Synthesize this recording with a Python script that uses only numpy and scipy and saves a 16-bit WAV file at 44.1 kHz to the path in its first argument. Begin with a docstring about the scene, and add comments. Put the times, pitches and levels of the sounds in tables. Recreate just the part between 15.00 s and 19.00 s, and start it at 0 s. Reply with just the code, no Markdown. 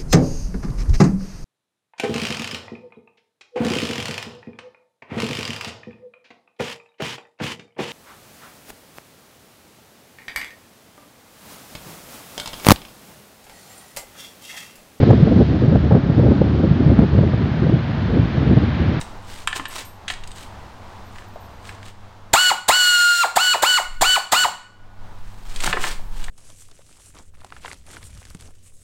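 """In a rocky gully, a river of snow and ice lumps slides downhill. Countless small collisions merge
into an even rush over a low rumble of wind. Gusts buffet the microphone, brighter as they grow
stronger, and the hardest eddies (swirls of air) thump against it and briefly overload it.
A very faint, high hiss swells and fades."""
import sys
import numpy as np
from scipy import signal
from scipy.fft import rfft, irfft
from scipy.io import wavfile
from scipy.ndimage import uniform_filter1d

SR = 44100
rng = np.random.default_rng(int(sys.argv[2]) if len(sys.argv) > 2 else 0)


def pcm_store(signal):
    """Save signal as 16-bit PCM."""
    levels = np.round(np.clip(np.atleast_2d(signal), -1, 1) * 32767)
    wavfile.write(sys.argv[1], SR, levels.astype(np.int16).T)


N = 176400  # 4 seconds


def sliding_ice():
    """Ice grains collide so often that they blur into a rush, with gravelly mids and fine spray on top."""
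    # tone of the rush (frequency [Hz], relative level [dB])
    rush_tone = [(300, -10), (600, 6.5), (1000, 1), (1600, 0), (2100, -4), (2700, -7.5), (3300, -7.5),
                 (4100, -11), (5000, -17), (5700, -23.5), (6800, -31), (7400, -38.5), (8200, -54),
                 (10000, -63), (15000, -65.5)]
    # loudness of the flow (time [s], level [dB])
    flow_level = [(0, -31.5), (.2, -33.5), (.6, -34.5), (1.0, -33), (1.6, -33), (2.2, -33.5), (2.8, -33),
                  (3.4, -32.5), (3.8, -32), (4, -32)]
    # boost or cut of the gravelly middle pitches (time [s], level [dB])
    gravel_level = [(0, 1.5), (1.0, -3.6), (2.0, -1), (3.0, 0.2), (4, 2.5)]
    # boost or cut of the finest spray (time [s], level [dB])
    spray_level = [(0, 1.5), (.5, 2), (1.0, -2.5), (2.0, -1), (3.0, -1.3), (4, -1.3)]
    grains_per_s, gravel_hz, gravel_octaves, spray_hz = 30000, 2200, 0.47, 3500
    hits = (rng.random(N) < grains_per_s / SR) * rng.standard_normal(N)
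    rush = 0
    for hz, band in bands(colour(hits, rush_tone), lowest_hz=580, count=5):
        flicker_db = 0.4 * wander(per_s=20)
        gravel_db = bell(np.log2(hz / gravel_hz), gravel_octaves, gravel_octaves) * curve(gravel_level)
        spray_db = (hz > spray_hz) * curve(spray_level)
        rush = rush + band * gain(flicker_db + gravel_db + spray_db)
    return rush * gain(curve(flow_level))


def wind_gusts():
    """Churning air flutters on the microphone; in a gust, the treble grows faster than the bass."""
    # strength of the wind (time [s], level [dB])
    gust_level = [(0, -19.5), (.03, -20), (.06, -22.5), (.13, -22), (.17, -27.5), (.24, -27.5),
                  (.28, -22.5), (.34, -24), (.42, -19), (.44, -28.5), (.55, -27), (.62, -31), (.66, -22),
                  (.76, -24), (.79, -33), (.86, -25.5), (.89, -31.5), (.96, -20.5), (1.01, -30.5),
                  (1.07, -29.5), (1.13, -31), (1.18, -22.5), (1.29, -21.5), (1.37, -28.5), (1.41, -29),
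                  (1.48, -30), (1.55, -23), (1.63, -23), (1.70, -29), (1.77, -31), (1.83, -26),
                  (1.92, -23.5), (1.97, -26.5), (2.03, -18), (2.08, -36), (2.18, -21), (2.26, -29.5),
                  (2.47, -28.5), (2.52, -37), (2.63, -31.5), (2.71, -24.5), (2.82, -37), (3.08, -33.5),
                  (3.12, -24.5), (3.2, -25.5), (3.25, -33), (3.32, -34.5), (3.37, -31.5), (3.48, -29.5),
                  (3.51, -21.5), (3.62, -27.5), (3.77, -41.5), (3.81, -22), (3.85, -31), (3.9, -29.5),
                  (4, -35.5)]
    # tone of an average gust (frequency [Hz], relative level [dB])
    wind_tone = [(25, -28.5), (36, -19), (50, -7), (70, 2), (115, 0.5), (170, -2.5), (250, -4), (350, -8.5),
                 (500, -17), (700, -27), (1000, -39.5), (2000, -68.5), (6000, -100)]
    average_gust_db, flutter_db, wind_db = -26, 2.5, -15.5
    growth_hz, growth_db_per_db = (116, 566), (0.53, 1.42)  # how strongly two pitches follow a gust
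    gust_db = curve(gust_level) - average_gust_db + flutter_db * wander(per_s=70)
    buffeting = 0
    for hz, band in bands(noise(wind_tone), lowest_hz=54, count=6):
        growth = np.interp(np.log(hz), np.log(growth_hz), growth_db_per_db)
        steady_band = even_out(band) * np.std(band)
        buffeting = buffeting + steady_band * gain(growth * gust_db)
    return buffeting * gain(wind_db)


def eddies():
    """Each hard eddy thumps: a pressure peak between weaker swings, with a noisy, tearing edge."""
    # eddies hitting the microphone (time [s], peak [dB], pitch [Hz], length [cycles], tearing [dB])
    eddy_hits = [(0.035, 0, 123, 0.77, -15), (.108, 2, 117, 1.1, -11), (.133, -7.5, 307, 0.46, -16.5),
                 (.233, 3, 149, 0.99, -31), (0.281, -15, 236, 1.1, -19), (0.367, -3, 191, 1.17, -31),
                 (0.395, -3.5, 205, 0.8, -22), (0.685, -1.5, 147, 1.15, -28), (.757, -2.5, 140, 0.44, -14),
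                 (.913, -20, 480, 1.6, -16), (.925, 2.5, 150, 0.42, -16.5), (0.936, -4, 126, 0.63, -29),
                 (0.952, -3, 165, 0.9, -10.5), (1.102, -2.5, 146, 0.65, -20), (1.197, -5, 127, 0.61, -19),
                 (1.268, -6.5, 133, 1.2, -17), (1.319, -5.5, 220, .55, -15.5), (1.413, 1, 129, 0.33, -28.5),
                 (1.419, -1, 170, 0.15, -16), (1.637, -5, 170, 0.71, -22), (1.715, 1.5, 133, 0.5, -24),
                 (1.806, -4.5, 269, 0.66, -26.5), (1.866, -1.5, 138, 0.79, -34), (1.903, -3, 107, .6, -21),
                 (1.992, 3.5, 185, 0.64, -26), (2.03, -1, 198, 1.05, -29), (2.135, -4.5, 110, 0.43, -32),
                 (2.192, -2.5, 112, 0.41, -20.5), (2.233, -15.5, 335, 1, -20), (2.34, -5, 108, 0.81, -22.5),
                 (2.669, -4, 149, 0.64, -24), (2.698, -6, 162, 0.48, -21), (2.744, -6.5, 135, 1.16, -29),
                 (3.196, -2.5, 117, 0.54, -27), (3.382, -3.5, 125, 0.46, -25.5),
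                 (3.514, -6.5, 210, 0.79, -23), (3.574, -1, 157, 0.73, -21)]
    # tone of the tearing edge (frequency [Hz], relative level [dB])
    tear_tone = [(120, -15), (280, 5.5), (520, 6.5), (750, -2.5), (1100, -14.5), (1700, -21.5),
                 (3000, -48.5), (7000, -80)]
    t = np.arange(N) / SR
    tear = even_out(noise(tear_tone))
    thumps, presence = 0, 0  # presence goes from 0 (no eddy) to 1 (an eddy's peak)
    for peak_s, peak_db, hz, length, tear_db in eddy_hits:
        cycles = (t - peak_s) * hz
        swell = bell(cycles / length, rise=0.65, fall=0.92)
        thumps = thumps + gain(peak_db) * swell * np.cos(2 * np.pi * cycles)
        thumps = thumps + gain(tear_db) * bell(t - peak_s, rise=0.0042, fall=0.0048) * tear
        presence = np.maximum(presence, swell)
    return thumps, presence


def wind_rumble():
    """Wind on the microphone makes a low rumble in slow surges."""
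    # tone of the rumble (frequency [Hz], relative level [dB])
    rumble_tone = [(25, -28.5), (38, -17.5), (55, -3.5), (80, 5.5), (120, 6), (180, 2.5), (300, -9),
                   (500, -26), (1000, -46), (5000, -93.5)]
    # loudness of the surges (time [s], level [dB])
    surge_level = [(0, -19), (.6, -20.5), (1.1, -24), (1.5, -19), (2.0, -19), (2.5, -21), (2.95, -25),
                   (3.25, -16), (3.32, -36), (3.45, -20), (4, -24)]
    return even_out(noise(rumble_tone)) * gain(curve(surge_level))


def faint_top_hiss():
    """A very faint, high hiss swells and fades."""
    # tone of the hiss (frequency [Hz], relative level [dB])
    hiss_tone = [(7000, -32), (9500, -13), (10800, -8.5), (12000, 2.5), (13500, -8), (15500, -9)]
    # loudness of the hiss (time [s], level [dB])
    hiss_level = [(0, -82.5), (.6, -81.5), (1.05, -86), (1.2, -95), (2.15, -86), (2.5, -78), (2.7, -81),
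                  (2.85, -75.5), (3.35, -75.5), (3.6, -82), (3.75, -77), (4, -74)]
    return noise(hiss_tone) * gain(curve(hiss_level))


def gain(db):
    """Turn decibels into a number to multiply a sound by."""
    return 10 ** (np.asarray(db) / 20)


def unit(x):
    """Scale to an average (rms) level of 1."""
    return x / np.sqrt(np.mean(x ** 2))


def curve(rows):
    """Join (time [s], value) rows by straight lines."""
    return np.interp(np.arange(N) / SR, *np.array(rows).T)


def bell(x, rise, fall):
    """A bell shape that peaks at x = 0, with its own width on each side."""
    return np.exp(-.5 * (x / np.where(x < 0, rise, fall)) ** 2)


def log_frequencies():
    """The logarithm of each frequency in a spectrum."""
    return np.log(np.maximum(np.arange(N // 2 + 1) * SR / N, 1))


def colour(x, tone):
    """Shape a sound by (frequency [Hz], relative level [dB]) rows, then scale it to level 1."""
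    hz, db = np.array(tone).T
    gains = gain(np.interp(log_frequencies(), np.log(hz), db))
    return unit(irfft(rfft(x) * gains, N))


def noise(tone):
    """Random noise with the given tone, at level 1."""
    return colour(rng.standard_normal(N), tone)


def bands(x, lowest_hz, count):
    """Split a sound into overlapping bands an octave apart; gives (frequency [Hz], band) pairs."""
    centres, spectrum = lowest_hz * 2. ** np.arange(count), rfft(x)
    for hz, pick in zip(centres, np.eye(count)):
        share = np.interp(log_frequencies(), np.log(centres), pick)
        yield hz, irfft(spectrum * share, N)


def wander(per_s):
    """A smooth random wobble of size about 1 that changes about per_s times a second."""
    width = int(SR / per_s)
    smoothed = uniform_filter1d(rng.standard_normal(N), width, mode="wrap")
    return unit(uniform_filter1d(smoothed, width, mode="wrap"))


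def even_out(x, window_s=0.036, amount=0.37):
    """Soften chance bumps in loudness so that a noise rolls on, at level 1."""
    power = uniform_filter1d(np.abs(signal.hilbert(x)) ** 2, int(window_s * SR), mode="wrap")
    return unit(x / power ** (amount / 2))


def scene():
    """The rush of the ice over a low roar of wind that dips while each hard eddy passes."""
    roar = wind_gusts() + wind_rumble()
    thumps, presence = eddies()
    dip_db = -3 * presence
    return (sliding_ice() + roar * gain(dip_db) + thumps + faint_top_hiss())[None]


def record(dry):
    """The microphone drops the deepest bass, flattens the largest swings and cuts the highest treble."""
    low_cut_hz, high_cut_hz, fade_s = 38.8, 15800, 0.004
    bass_cut = signal.butter(2, low_cut_hz, "high", fs=SR, output="sos")
    treble_cut = signal.ellip(8, .2, 70, high_cut_hz, fs=SR, output="sos")
    overloaded = np.clip(signal.sosfiltfilt(bass_cut, dry), -1, 1)
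    t = np.arange(N) / SR
    soft_ends = np.clip(np.minimum(t, t[-1] - t) / fade_s, 0, 1)
    return signal.sosfilt(treble_cut, overloaded * soft_ends)


dry = scene()
out = record(dry)
pcm_store(out)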